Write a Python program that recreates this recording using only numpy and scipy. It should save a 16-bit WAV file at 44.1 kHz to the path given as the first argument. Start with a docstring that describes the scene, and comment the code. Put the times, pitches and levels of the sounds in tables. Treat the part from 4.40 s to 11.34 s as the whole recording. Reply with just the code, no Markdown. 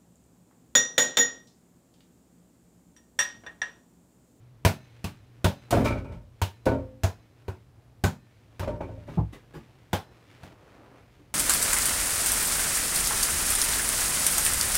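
"""A small, dry bedroom, heard on one microphone close to a mini hoop hung on the door.
Hands bat a small rubber basketball about: its skin thumps while the air inside pings faintly.
Blows on the hoop make the backboard ring, the door boom and the steel rim chatter in its bracket.
A dull thud comes from the floor, feet scuff and a shirt rustles nearby, over the house's low rumble."""
import sys
import numpy as np
from scipy import signal
from scipy.fft import rfft, irfft, next_fast_len
from scipy.io import wavfile

SR = 44100
rng = np.random.default_rng(int(sys.argv[2]) if len(sys.argv) > 2 else 0)


def put_to_file(sound):
    """Save the sound as 16-bit audio at rate SR, in the file named by the first command-line argument."""
    columns = np.atleast_2d(sound).T  # one column per channel
    safe = np.clip(columns, -1, 1)
    whole_steps = np.round(safe * 32767)
    wavfile.write(sys.argv[1], SR, whole_steps.astype(np.int16))


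N = 306054
T = np.arange(int(.8 * SR)) / SR  # time within one blow [s]


def undb(db):
    """Decibels to gain."""
    return 10 ** (np.asarray(db) / 20)


def fade(t60):
    """Exponential decay by 60 dB in t60 seconds."""
    return np.exp(-np.log(1000) * T / t60)


def level(x, db):
    """Set the rms of a blow's first 30 ms."""
    head = x[:int(.03 * SR)]
    return x * undb(db) / np.sqrt(np.mean(head ** 2))


def add(track, s, x):
    """Mix a sound into the track at s seconds."""
    start = int(s * SR)
    track[start:start + len(x)] += x[:N - start]


def colour(x, points):
    """Minimum-phase filter through (frequency [Hz], gain [dB]) points."""
    size = 2 * next_fast_len(len(x))
    hz, db = np.transpose(points)
    freqs = np.maximum(np.arange(size // 2 + 1) * SR / size, 1)
    gain = undb(np.interp(np.log(freqs), np.log(hz), db))
    cepstrum = irfft(np.log(gain))
    # folded so that nothing sounds ahead of a blow
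    cepstrum[1:size // 2] *= 2
    cepstrum[size // 2 + 1:] = 0
    return irfft(rfft(x, size) * np.exp(rfft(cepstrum)))[:len(x)]


def cut(x, hz, kind):
    """Low-pass or high-pass."""
    return signal.sosfilt(signal.butter(3, hz, kind, fs=SR, output="sos"), x)


def resonate(x, hz, width_hz, gain_db):
    """Lift one narrow band by adding a copy of it at gain_db."""
    return x + undb(gain_db) * signal.lfilter(*signal.iirpeak(hz, hz / width_hz, fs=SR), x)


def ring(modes, detune=0):
    """Damped sines; each blow pulls them out of tune by a random fraction."""
    return sum(undb(db) * fade(t60) * np.sin(2 * np.pi * hz * (1 + detune * rng.standard_normal()) * T)
               for hz, db, t60 in modes)


def through(x, response):
    """Pass a blow through an impulse response."""
    return signal.fftconvolve(x, response)[:len(T)]


def flutter(rate):
    """A smooth wander through `rate` random values a second."""
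    knots = rng.standard_normal(int(N / SR * rate) + 2)
    return np.interp(np.arange(N) / SR * rate, np.arange(len(knots)), knots)


# reflections off surfaces near the microphone: (delay [s], gain [ratio])
NEAR_ECHOES = [(.0042, .7), (.0068, .45), (0.0211, .35)]
def room(wet_db, t60=0.21, damp_hz=6000):
    """A click in the bedroom: direct sound, near echoes, then a diffuse tail unique to each spot."""
    body, treble = rng.standard_normal((2, len(T)))
    tail = cut(body, damp_hz, "low") * fade(t60)
    tail += cut(treble, damp_hz, "high") * fade(t60 * 0.93)  # soft furnishings swallow the treble
    response = tail * undb(wet_db) / np.sqrt(np.sum(tail ** 2))
    response[0] += 1
    for delay, gain in NEAR_ECHOES:
        response[int(delay * SR)] += gain
    return response


# spectrum of the house's rumble and hiss: (frequency [Hz], gain [dB])
ROOM_TONE_COLOUR = [(25, -12.5), (50, -1.5), (80, -1.5), (140, -5), (200, -10.5), (300, -10.5), (420, -16),
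                    (520, -18), (720, -20.5), (1600, -29.5), (4000, -34.5), (15000, -43)]
def room_tone(noise_db=-59, drone_hz=117, drone_start_db=-54, fade_db_per_s=1.28):
    """The house behind it all: low rumble, faint hiss and a wavering drone that slowly fades."""
    noise = colour(rng.standard_normal(N), ROOM_TONE_COLOUR)
    pitch = drone_hz * (1 + 0.076 * flutter(rate=34))
    drone = undb(2 * flutter(rate=37)) * np.sin(2 * np.pi * np.cumsum(pitch) / SR)
    drone_db = drone_start_db - fade_db_per_s * np.arange(N) / SR
    return noise / np.std(noise) * undb(noise_db) + drone / np.std(drone) * undb(drone_db)


# shirt and net rustling during play: (time [s], relative level [dB])
RUSTLE_IN_PLAY = [(0.0, -75), (0.27, -73.5), (0.45, -62.5), (0.82, -72), (1.35, -67.5), (1.52, -58),
                  (1.77, -71.5), (2.32, -67), (3.08, -70), (3.25, -76.5), (4.57, -65.5), (5.45, -65.5)]
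# then the shirt alone as the player turns near the microphone: (time [s], relative level [dB])
RUSTLE_TURNING = [(5.68, -61), (5.778, -58.5), (6.272, -61), (6.666, -66.5), (6.782, -68.5), (6.94, -71)]
# spectrum of sliding cloth: (frequency [Hz], gain [dB])
CLOTH_COLOUR = [(100, -18.5), (300, -2), (600, -5.5), (1100, -10), (2400, -13), (6000, -26.5),
                (14000, -39.5)]
def shirt(flutter_db=4.0, split_hz=1500, lift_db=1.5):
    """Nearby cloth slides in uneven little bursts; the folds and the fibres swell separately."""
    cloth = colour(rng.standard_normal(N) ** 3, CLOTH_COLOUR)
    folds = cut(cloth, split_hz, "low") * undb(flutter_db * flutter(rate=5.8))
    fibres = cut(cloth, split_hz, "high") * undb(flutter_db * flutter(rate=12))
    times, levels = np.transpose([*RUSTLE_IN_PLAY, *RUSTLE_TURNING])
    db = lift_db + np.interp(np.arange(N) / SR, times, levels)
    return (folds + fibres) / np.std(cloth) * undb(db)


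# net, feet and hands brushing: (time [s], decay time [s], body level [dB], hiss level [dB])
RUBS = [(1.331, 0.094, -34, -41.5), (1.444, 0.023, -39, -37.5), (4.667, 0.095, -46, -61.5),
        (4.925, 0.025, -45.5, -53), (5.137, 0.04, -42, -54.5), (6.792, 0.012, -55, -75)]
# spectrum of a rub: (frequency [Hz], gain [dB])
RUB_COLOUR = [(100, 6.5), (350, 0.5), (600, -8), (1500, -13), (2800, -21), (6000, -30), (15000, -36.5)]
def scuffs():
    """Short, grainy rubs around the room, with a dull body and a hiss on top."""
    out = np.zeros(N)
    for s, decay_s, body_db, hiss_db in RUBS:
        grains = rng.standard_normal(len(T)) ** 3 * np.exp(-(T / decay_s) ** 2)
        rub = colour(through(grains, room(wet_db=9.5)), RUB_COLOUR)
        body = level(cut(rub, 1100, "low"), body_db)
        hiss = level(cut(rub, 1400, "high"), hiss_db)
        add(out, s, body + hiss)
    return out


# modes of the floorboards: (frequency [Hz], relative level [dB], t60 [s])
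FLOOR_MODES = [(65, -2.5, 0.87), (107.8, 2, 0.57), (157.7, 4.5, 0.28), (173, 4, 0.16), (230, -16, 0.14),
               (315, -9, 0.083)]
# spectrum of the knock on the floor: (frequency [Hz], gain [dB])
FLOOR_KNOCK_COLOUR = [(100, -5), (300, 0), (500, -11), (850, -8), (1150, -18), (1500, -32), (3000, -52),
                      (9000, -80)]
def floor_thud(at_s=4.773, boards_db=-20.5, knock_db=-31, settle_s=.11):
    """A soft weight lands on the boards and damps them as it settles."""
    out = np.zeros(N)
    load = (1 - np.exp(-T / 0.006)) * np.exp(-(T / settle_s) ** 2)
    knock = colour(room(wet_db=24), FLOOR_KNOCK_COLOUR)
    boards = ring(FLOOR_MODES)
    add(out, at_s, level(boards * load, boards_db) + level(knock * load, knock_db))
    return out


def chatter(rate, t60, size):
    """A first blow, then dying random taps of loose parts, about `rate` a second."""
    chance, strength = rng.random(len(T)), rng.standard_normal(len(T))
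    taps = (chance < rate / SR) * strength * size * fade(t60)
    taps[0] = 1
    return taps


def rebounds(blows, returns=2, loss_power=1.76, door_share=0.36, metal_loss_db=8.5):
    """Each blow, then its weaker, duller returns as the sprung hoop slaps back against the door."""
    for s, board_db, boom_db, rattle_db, rim_db, spot_hz, gap_s, first_loss_db in blows:
        for k in range(1 + returns):
            loss = first_loss_db * k ** loss_power
            door_loss = door_share * loss  # the heavy door loses least
            metal_loss = loss + metal_loss_db * k
            yield (s + k * gap_s, board_db - loss, boom_db - door_loss,
                   rattle_db - metal_loss, rim_db - metal_loss, spot_hz)


# blows on the hoop: (time [s], board level [dB], door boom level [dB], rattle level [dB],
# rim level [dB], struck spot's tone [Hz], rebound gap [s], board's loss at the first rebound [dB])
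HOOP_BLOWS = [(1.325, -19.5, -25, -32, -43, 686, 0.044, 3.5), (1.453, -27, -29.5, -33, -34, 593, .052, 2.5),
              (1.643, -47, -39, -56, -57.5, 402, .052, 2.5), (1.719, -46.5, -44, -56, -65, 592, 0.052, 13),
              (2.2641, -19, -27.5, -36, -48, 527, 0.051, 7), (4.228, -37, -36.5, -42.5, -64, 565, .05, 8),
              (4.275, -28.5, -35.5, -44.5, -65, 557, .059, 12),
              (4.405, -33.5, -36, -50, -55.5, 633, .086, 10), (4.575, -51, -49, -75, -83, 580, .05, 7),
              (4.680, -42.5, -44, -63, -62, 572, 0.053, 18)]
# modes of hoop, backboard and door panel: (frequency [Hz], relative level [dB], t60 [s])
BOARD_MODES = [(224.3, -7.5, 0.62), (271.4, -5.5, 0.49), (321, -3.5, 0.19), (355, -10, 0.326),
               (408, -6.5, 0.26), (519.2, -11.5, 0.56), (559, -0.5, 0.19), (597.3, 4.5, 0.23),
               (646, -7, 0.24), (677.5, -17, 0.202), (759, -10.5, 0.11), (856, -4, 0.093),
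               (919.6, -6.5, 0.23), (1080, -22, 0.33), (1370, -13, 0.18), (1480, -12, 0.15)]
# the whole door swaying on its latch: (frequency [Hz], relative level [dB], t60 [s])
DOOR_MODES = [(53.8, -9, 0.46), (86, -4, 0.47), (108.4, -3.5, 0.45), (162, -8.5, 0.27)]
# modes of the steel rim: (frequency [Hz], relative level [dB], t60 [s])
RIM_MODES = [(1320, 0.5, 0.27), (1560, -12.5, 0.23), (2260, 0, 0.167), (2340, 4.5, 0.12), (2420, -1, 0.125),
             (2400, -11.5, .14)]
# spectrum of the board's dense overtones: (frequency [Hz], gain [dB])
OVERTONE_COLOUR = [(120, -10), (230, 7), (400, 5), (600, 2), (800, -12), (1100, -15.5), (2000, -41.5),
                   (5000, -62)]
# spectrum of the rattling bracket: (frequency [Hz], gain [dB])
BRACKET_COLOUR = [(500, -6.5), (1000, 7), (1400, -2), (1850, -5.5), (2350, -6.5), (3000, -11), (5000, -18),
                  (8000, -23), (15000, -35)]
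def hoop(overtone_db=-4, spot_t60=0.056):
    """At the door: the struck spot knocks, the board rings, the door booms, rim and bracket rattle."""
    out = np.zeros(N)
    push = 1 - np.exp(-T / 0.0024)  # the soft ball takes a few milliseconds to load the hoop
    for s, board_db, boom_db, rattle_db, rim_db, spot_hz in rebounds(HOOP_BLOWS):
        # every blow lands elsewhere and favours other modes
        modes = [(hz, db + 3 * rng.standard_normal(), t60) for hz, db, t60 in BOARD_MODES]
        tones = through(ring(modes, detune=0.0098), room(wet_db=1))
        overtones = colour(room(wet_db=5.5, t60=0.4), OVERTONE_COLOUR)
        spot = ring([(spot_hz, 0, spot_t60)])
        board = level(tones, 0) + level(overtones, overtone_db) + level(spot, 0)
        boom = ring(DOOR_MODES, detune=0.035)
        bracket_taps = chatter(rate=110, t60=0.29, size=.5)
        rattle = colour(through(bracket_taps, room(wet_db=7.5)), BRACKET_COLOUR)
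        rim_taps = chatter(rate=450, t60=0.22, size=.8)
        rim = through(rim_taps, ring(RIM_MODES, detune=.014))
        for part, db in (board, board_db), (boom, boom_db), (rattle, rattle_db), (rim, rim_db):
            add(out, s, level(part * push, db))
    return out


def crack(t60):
    """The brief, gritty burst of surfaces meeting."""
    burst = rng.standard_normal(len(T)) * rng.exponential(size=len(T)) * fade(t60)
    return burst / np.sqrt(np.sum(burst ** 2))


# contacts on the ball: (time [s], smack level [dB], thump level [dB], surface bump level [dB],
# snap level [dB], hollow tone [Hz], centre of the snap [Hz])
BALL_CONTACTS = [(0.2498, -21.5, -17.5, -22.5, -25.5, 627, 2320),
                 (0.6428, -38, -33, -33.5, -39.5, 1140, 2550),
                 (1.0441, -23.5, -19.5, -24.5, -30, 574, 3400), (1.3075, -33.5, -37, -45, -34, 1250, 8400),
                 (2.0166, -29.5, -22, -44, -33.5, 916, 2930), (2.2563, -42, -37, -50, -44, 520, 3920),
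                 (2.6347, -27.5, -19, -34.5, -35.5, 667, 6660),
                 (3.081, -36, -31.5, -43.5, -52.5, 375, 2600), (3.6387, -25.5, -21, -23.5, -33, 1506, 7100),
                 (4.1951, -36, -31, -44, -45, 947, 2870), (5.5308, -24.5, -28, -43, -34, 794, 3420),
                 (6.0331, -49.5, -46.5, -46.5, -56.5, 655, 2770)]
# spectrum of a slap on rubber: (frequency [Hz], gain [dB])
RUBBER_COLOUR = [(100, 0), (180, 7.5), (280, -6.5), (370, 2.5), (460, -0.5), (720, -1), (950, -0.5),
                 (1200, -9), (1500, -5), (1800, -12), (2300, -15), (4500, -19), (9000, -25), (15000, -27.5)]
# the ball's skin flexing: (frequency [Hz], relative level [dB], t60 [s])
SKIN_MODES = [(76.7, -13.5, 0.17), (95.2, -0.5, 0.13)]
# wall or panel behind a contact: (frequency [Hz], relative level [dB], t60 [s])
WALL_MODES = [(144.4, 0, 0.29), (170, 6, 0.19), (194.8, -2, 0.29), (231.4, -6, 0.317), (277.5, -6.5, 0.28)]
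# modes of the air inside the ball: (frequency [Hz], relative level [dB])
CAVITY_MODES = [(1785, 1), (2205, -5), (2540, -1.5), (2600, -6), (2880, -16), (3634, -5.5), (4030, 2),
                (4918, -13), (5230, -5.5), (6215, -8), (6840, -10)]
def ball(split_hz=2300, ping_below_snap_db=28.5, ping_t60=1.0, swell_s=0.01, grit_db=6, tick_db=6):
    """Up front: each contact cracks, the skin thumps, the surface behind bumps, the air inside pings."""
    out = np.zeros(N)
    for s, smack_db, thump_db, bump_db, snap_db, hollow_hz, snap_hz in BALL_CONTACTS:
        click = room(wet_db=16.5)
        grit = undb(grit_db) * crack(t60=0.038) * (1 - np.exp(-T / 0.0013))
        # the first touch is a sharp tick that comes straight back off the near surfaces
        tick = undb(tick_db) * through(crack(t60=0.01), room(wet_db=-12))
        slap = cut(colour(click + grit + tick, RUBBER_COLOUR), 134, "high")
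        # air squeezed between the ball and the surface sounds hollow
        smack = resonate(cut(slap, split_hz, "low"), hollow_hz, width_hz=62, gain_db=2.5)
        snap = resonate(cut(slap, split_hz, "high"), snap_hz, width_hz=snap_hz / 6, gain_db=-1)
        thump = ring(SKIN_MODES, detune=0.02) * (1 - np.exp(-T / swell_s))
        bump = ring(WALL_MODES, detune=.03)
        # the point of contact favours some air modes
        modes = [(hz, db + 4 * rng.standard_normal(), ping_t60) for hz, db in CAVITY_MODES]
        ping = ring(modes + modes, detune=0.0043)  # beating pairs: the ball is not quite round
        for part, db in (smack, smack_db), (snap, snap_db), (thump, thump_db), (bump, bump_db):
            add(out, s, level(part, db))
        add(out, s, level(ping, snap_db - ping_below_snap_db))
    return out


def scene():
    """Everything in the bedroom reaches one microphone."""
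    return (ball() + hoop() + floor_thud() + scuffs() + shirt() + room_tone())[None]


def record(dry):
    """The phone's microphone thins the bass below 39 Hz and cuts the top above 15.5 kHz."""
    top_cut = signal.ellip(8, .2, 70, 15500, fs=SR, output="sos")
    return signal.sosfilt(top_cut, cut(dry, 39, "high"))


dry = scene()
out = record(dry)
put_to_file(out)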